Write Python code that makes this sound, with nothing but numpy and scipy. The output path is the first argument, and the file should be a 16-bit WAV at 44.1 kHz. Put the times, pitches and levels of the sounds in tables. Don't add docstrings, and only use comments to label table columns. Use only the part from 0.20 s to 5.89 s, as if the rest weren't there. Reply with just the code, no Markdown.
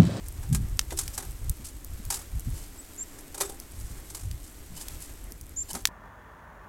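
import sys
import numpy as np
from scipy import signal
from scipy.fft import rfft, irfft
from scipy.io import wavfile
from scipy.ndimage import uniform_filter1d

SR = 44100
rng = np.random.default_rng(int(sys.argv[2]) if len(sys.argv) > 2 else 0)


def dump_mix(stems):
    frames = np.atleast_2d(stems).T
    limited = np.clip(frames, -1, 1)
    pcm = np.round(limited * 32767).astype(np.int16)
    wavfile.write(sys.argv[1], SR, pcm)


N = 250876
T = np.arange(N) / SR
# f/Hz, relative level/dB
BARK_SPECTRUM = [(150, -1), (400, -31), (1000, -8), (2800, -4), (5000, 2.5), (8000, 8.5), (11500, 4.5),
                 (16000, -11)]


def knocks(rise_s=0.0015, settle_db=-18, settle_s=0.013, wood_db=-7.5, steel_db=-13, breadth=1.2):
    # t/s, crunch level/dB, push on wood and steel re crunch/dB, thud f/Hz,
    # lead of the tip's first touch/s, rocking decay/s
    blows = [(.06, -43, -8, 1300, 0, 0.015), (0.229, -43, 3.5, 1020, 0, .01),
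             (0.346, -23, -7, 1200, .0195, .008), (.7043, -35.5, 3.5, 2730, 0, 0.01),
             (.721, -39.5, 14, 455, 0.0006, 0.0086), (0.7727, -27.5, -25, 1200, 0, 0.0089),
             (.787, -21, -11.5, 1180, 0, 0.037), (.977, -28.5, -0.5, 1030, 0.0008, .045),
             (1.024, -42, 3, 900, 0, 0.013), (1.9019, -20.5, -5.5, 920, 0, 0.065),
             (2.985, -41, -9, 1200, 0, .01), (3.144, -36, 2.5, 616, 0.0011, 0.071),
             (3.178, -39, 4, 749, 0.0018, .035), (3.2073, -22, 1, 944.3, .005, 0.026),
             (3.249, -42.5, 7.5, 340, 0, .045), (3.294, -41, 7.5, 414, 0.0033, 0.048),
             (3.946, -30, -8.5, 910, 0.046, 0.089), (5.549, -30.5, 4, 840, 0.0097, 0.023)]
    crunch, body = np.zeros((2, N))
    t = T[:SR // 8]
    attack = 1 - np.exp(-t / rise_s)
    for s, db, push_db, hz, lead_s, rock_s in blows:
        ring = feed_tube(hz)
        ring[:len(t)] *= attack
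        for delay_s, force_db, decay_s, dull_db in contacts(lead_s, rock_s):
            settling = undb(settle_db) * (1 - np.exp(-t / decay_s)) * np.exp(-t / settle_s)
            contact = attack * np.exp(-t / decay_s) + settling
            wood = band(rng.standard_normal(len(t)), hz, 2 * hz)
            thud = unit(band(wood, hz, breadth * hz)) * contact
            add(crunch, s + delay_s, undb(db + force_db) * contact)
            add(body, s + delay_s, undb(db + force_db + push_db + wood_db + dull_db) * thud)
            add(body, s + delay_s, undb(db + force_db + push_db + steel_db) * ring)
    return colour(grit(spread_db=1.0) * crunch, BARK_SPECTRUM) + body


def contacts(lead_s, rock_s, firm_s=0.0088, soft_s=0.01, touch_db=-6.5,
             gap_s=.022, rebound_db=-8, dull_db=6, count=5):
    touch = [(-lead_s, touch_db, firm_s, touch_db)] if lead_s > 0 else []
    impact = [(0.00028, 0, firm_s, 0)]
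    delays = gap_s * np.cumsum(1 + .12 * rng.standard_normal(count))
    rebounds = [(d, rebound_db - 20 / np.log(10) * d / rock_s, soft_s, dull_db) for d in delays]
    return touch + impact + rebounds


def feed_tube(push_hz, place_db=3.5, detune=0.011, focus=1.08):
    # f/Hz, relative level/dB, t60/s
    modes = [(265, -3, 0.3), (337, -1.5, .36), (360, 0.5, 0.13), (394.3, 2, 0.3), (576, -3, 0.057),
             (787, -4.5, 0.22), (842, 4, 0.058), (930, 0.5, 0.082), (990, -30, 0.015), (1256, -6, 0.12),
             (1634, -3, 0.11), (2000, -5, 0.14), (2426, 0, 0.091), (2520, -5, 0.075), (3600, -4, 0.23),
             (4340, -13, 0.11), (6500, 9, .06)]
    t = T[:SR // 3]
    ring = 0
    for (hz, db, t60), (weight, shift, phase) in zip(modes, rng.standard_normal((len(modes), 3))):
        reach = 1 / np.hypot(1, focus * (hz / push_hz - push_hz / hz))
        envelope = reach * undb(db + place_db * weight - 60 * t / t60)
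        ring += envelope * np.sin(2 * np.pi * (hz * (1 + detune * shift) * t + phase))
    return ring / np.sqrt(np.mean(ring[:SR // 60] ** 2))


def scrapes(catch_db=3.0):
    # t/s, length/s, level/dB, squeal drive re rasp/dB
    slides = [(0.846, .052, -53, -6), (0.931, 0.046, -39.5, -9), (1.442, 0.073, -42, -10),
              (1.913, 0.07, -35, -1), (2.341, 0.17, -49, 3), (3.211, 0.02, -34, -3),
              (3.532, 0.4, -53.5, -12), (4.237, 0.083, -50.5, -10), (4.55, 0.077, -44.5, 5),
              (4.605, .04, -42, -5), (4.803, 0.082, -45.5, -4), (5.484, 0.046, -42, 9.5),
              (5.571, 0.056, -48.5, -8)]
    # f/Hz, width/Hz, gain/dB
    stick_modes = [(890, 170, -1), (1660, 89, -6), (3045, 45, 3), (4640, 81, -3), (5140, 110, 0)]
    pressure, squeal = np.zeros((2, N))
    for s, length_s, db, squeal_db in slides:
        progress = np.linspace(0, 1, int(length_s * SR))
        stroke = undb(db) * np.abs(np.sin(np.pi * progress ** 0.55))
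        add(pressure, s, stroke)
        add(squeal, s, undb(squeal_db) * stroke)
    rasp = grit(spread_db=-2.0) * undb(catch_db * wander(170))
    ring = sum(undb(db) * band(rasp * squeal, hz, width_hz) for hz, width_hz, db in stick_modes)
    return colour(rasp * pressure, BARK_SPECTRUM) + ring


def snaps(burst_cycles=11, rattle_db=-22, rattle_s=0.011, spread=2.5, spray_db=-13.5, spray_growth=0.7):
    # t/s, swing peak before the low cut/dB, f/Hz, low cut/Hz; the last row is no new pocket but the
    # loud slap of the 5.654 s burst off the house wall
    bursts = [(0.085, -22, 11000, 6100), (0.593, -3.5, 5700, 553), (0.8792, -19.5, 6570, 1500),
              (1.2962, -8.5, 9250, 6300), (1.6464, -21, 12400, 6600), (1.852, -23, 11000, 6000),
              (2.196, -21.5, 9193, 6000), (3.4, -25.5, 6900, 4960), (4.113, -27, 7060, 603),
              (4.684, -20.5, 9100, 1500), (5.121, -21.5, 11100, 5000), (5.212, -25.5, 11220, 5030),
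              (5.5323, -19, 10500, 4502), (5.6542, -1.5, 5230, 390), (5.672, -13, 8500, 5010)]
    out = np.zeros(N)
    t = T[:SR // 20]
    for s, db, hz, lowest_hz in bursts:
        phase = np.pi * hz * (t - 8 / SR)
        swing = phase * np.exp((1 - 2 * phase * phase) / 2) * np.sqrt(2)
        splinters = band(rng.standard_normal(len(t)), hz, spread * hz)
        envelope = np.exp(-t * hz / burst_cycles) + undb(rattle_db) * np.exp(-t / rattle_s)
        spray = unit(band(splinters, hz, 2 * spread * hz)) * envelope * (phase > 0)
        snap = undb(db) * swing + undb(spray_db + spray_growth * db) * spray
        low_cut = signal.butter(3, lowest_hz, "high", fs=SR, output="sos")
        add(out, s, signal.sosfilt(low_cut, snap))
    return out


def wall_echo(x, delay_s=.019, echo_db=-22):
    out = x.copy()
    add(out, delay_s, undb(echo_db) * scatter(x, decay_s=.003, size=SR // 40))
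    return out


def hiss(ticks_per_s=32, tick_db=-9.5, tick_s=.0009, unevenness_db=5, trim_db=1.5):
    # t/s, level before trim/dB
    flames = [(0.0, -55), (0.77, -52.5), (0.91, -51), (1.49, -54.5), (1.72, -54), (1.96, -52), (2.83, -54),
              (3.55, -54.5), (3.84, -52.5), (4.26, -56), (4.55, -52.5), (4.73, -49), (5.15, -57.5),
              (5.45, -57), (5.56, -52), (5.62, -58)]
    # f/Hz, relative level/dB
    spectrum = [(500, 7), (2000, 2.5), (4500, 1.5), (6500, 3.5), (8400, 7), (10000, -0.5), (11500, 6.5),
                (13500, 0), (16000, -4)]
    sizes = undb(unevenness_db * np.minimum(rng.exponential(size=N), 2))
    ticks = (rng.random(N) < ticks_per_s / SR) * sizes
    fading = signal.lfilter([1], [1, -np.exp(-1 / (tick_s * SR))], ticks)
    crackle = unit(band(fading * rng.standard_normal(N), hz=10600, width_hz=6400))
    sizzle = grit(spread_db=1.5) * undb(.8 * wander(25))
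    return colour(sizzle + undb(tick_db) * crackle, spectrum) * undb(trim_db + curve(flames))


def draught(rush_db=-50, waver_db=1.9, flue_db=-62):
    # f/Hz, relative level/dB
    spectrum = [(25, 3), (60, -3), (130, -15), (200, -13.5), (300, -9.5), (500, -20.5), (850, -24),
                (1300, -26.5), (2100, -26), (4000, -42.5), (9000, -79)]
    rush = colour(rng.standard_normal(N), spectrum) * undb(rush_db + waver_db * wander(9.9))
    hum = undb(flue_db) * unit(band(rng.standard_normal(N), hz=280, width_hz=76))
    return rush + hum


def bird(waver=.007, trees_db=-21, trees_s=0.1):
    # t/s, length/s, top f/Hz, level at strength 1/dB
    notes = [(2.578, 0.037, 8180, -43), (2.773, 0.051, 7540, -36), (2.791, 0.049, 7620, -33.5),
             (3.24, 0.04, 8100, -44), (5.36, 0.047, 7430, -30), (5.383, 0.052, 7510, -30.5)]
    arch = [(0, 0.73, 0.01), (.09, 0.887, 0.19), (.3, 0.96, 0.77), (.6, 0.96, .85), (.8, 1, .9),
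            (.9, .97, .25), (1, 0.65, 0.08)]
    out = np.zeros(N)
    share, pitch, strength = np.transpose(arch)
    tremble = 1 + waver * wander(400)
    for s, length_s, top_hz, db in notes:
        progress = np.linspace(0, 1, int(length_s * SR))
        hz = top_hz * np.interp(progress, share, pitch) * tremble[int(s * SR):][:len(progress)]
        whistle = np.sqrt(2) * np.sin(2 * np.pi * np.cumsum(hz) / SR)
        add(out, s, undb(db) * np.interp(progress, share, strength) * whistle)
    return out + undb(trees_db) * scatter(out, trees_s, size=SR // 3)[:N]


def wind(swirl_hz=42, flutter_hz=95, swirl_db=-3.5, flutter_db=-13.5, gusty_db=3):
    # t/s, strength/dB
    breeze = [(0, -33), (.6, -34), (.8, -38), (1.3, -38.5), (2.0, -42.5), (2.45, -36.5), (2.6, -51.5),
              (3.35, -48.5), (3.8, -41.5), (4.4, -48.5), (4.7, -41.5), (5.69, -43)]
    # t/s, length/s, peak strength/dB
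    gusts = [(0.338, .2, -26.5), (0.47, 0.073, -31), (1.093, 0.081, -31), (1.287, 0.11, -31),
             (1.72, 0.12, -32.5), (1.877, 0.064, -31), (2.162, 0.066, -27.5), (2.317, 0.15, -29.5),
             (3.669, 0.22, -35), (4.095, .13, -27)]
    gust_power = sum(undb(db) ** 2 * np.exp(-2 * (2 * (T - s) / length_s) ** 2)
                     for s, length_s, db in gusts)
    strength = np.sqrt(undb(curve(breeze)) ** 2 + gust_power)
    swirl = undb(swirl_db) * eddies(swirl_hz, breadth=1.78)
    flutter = undb(flutter_db) * eddies(flutter_hz, breadth=0.85)
    return strength * (swirl + flutter) * undb(gusty_db * wander(28))


def buffets():
    # centre t/s, length/s, f/Hz, level/dB
    thumps = [(.327, 0.046, 132.4, -20), (0.413, 0.11, 126, -31), (1.404, 0.015, 153, -40),
              (1.8, 0.013, 139, -37), (2.282, .025, 132, -27.5), (3.72, 0.019, 99.9, -38.5),
              (4.047, 0.023, 82.5, -29), (4.126, 0.036, 90.4, -34.5), (4.536, 0.077, 138, -44.5),
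              (5.556, 0.052, 191, -41)]
    out = np.zeros(N)
    t = T[:SR // 2] - .25
    for s, length_s, hz, db in thumps:
        swell = undb(db) * np.exp(-(2 * t / length_s) ** 2)
        add(out, s + t[0], swell * eddies(hz, breadth=0.83, size=len(t)))
    return out


def eddies(hz, breadth, size=N):
    x = band(band(rng.standard_normal(size), hz, breadth * hz), hz, breadth * hz)
    x = signal.sosfilt(signal.butter(4, 1.39 * hz + 30, fs=SR, output="sos"), x)
    return x / np.sqrt(uniform_filter1d(x ** 2, int(3 * SR / hz)))


def grit(spread_db):
    return unit(rng.standard_normal(N) * undb(spread_db * wander(1500)))


def scatter(x, decay_s, size):
    tail = rng.standard_normal(size) * np.exp(-T[:size] / decay_s)
    return signal.fftconvolve(x, tail / np.linalg.norm(tail))


def wander(rate_hz):
    hold = int(SR / rate_hz)
    steps = np.repeat(rng.standard_normal(N // hold + 1), hold)
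    return unit(uniform_filter1d(steps, hold)[:N])


def band(x, hz, width_hz):
    g, k = np.tan(np.pi * min(hz / SR, .45)), width_hz / hz
    return signal.lfilter([g * k, 0, -g * k], [1 + g * k + g * g, 2 * g * g - 2, 1 - g * k + g * g], x)


def colour(x, spectrum, size=4096):
    hz, db = np.transpose(spectrum)
    gain = undb(np.interp(np.log(np.fft.rfftfreq(size, 1 / SR) + 1), np.log(hz), db))
    cepstrum = irfft(np.log(gain))
    cepstrum[1:size // 2] *= 2
    cepstrum[size // 2 + 1:] = 0
    response = irfft(np.exp(rfft(cepstrum)))
    return signal.fftconvolve(x, response / np.linalg.norm(response))[:N]


def undb(db):
    return 10 ** (np.asarray(db) / 20)


def unit(x):
    return x / np.sqrt(np.mean(x ** 2))


def curve(rows):
    return np.interp(T, *np.transpose(rows))


def add(out, s, x):
    i = max(int(s * SR), 0)
    out[i:i + len(x)] += x[:max(N - i, 0)]


def scene():
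    sticks = knocks() + scrapes()
    fire = wall_echo(snaps()) + hiss() + draught()
    return (sticks + fire + bird() + wind() + buffets())[None]


def record(dry):
    top_hz = 16000
    high_cut = signal.ellip(8, .1, 80, top_hz, fs=SR, output="sos")
    return signal.sosfilt(high_cut, np.clip(dry, -1, 1))


dry = scene()
out = record(dry)
dump_mix(out)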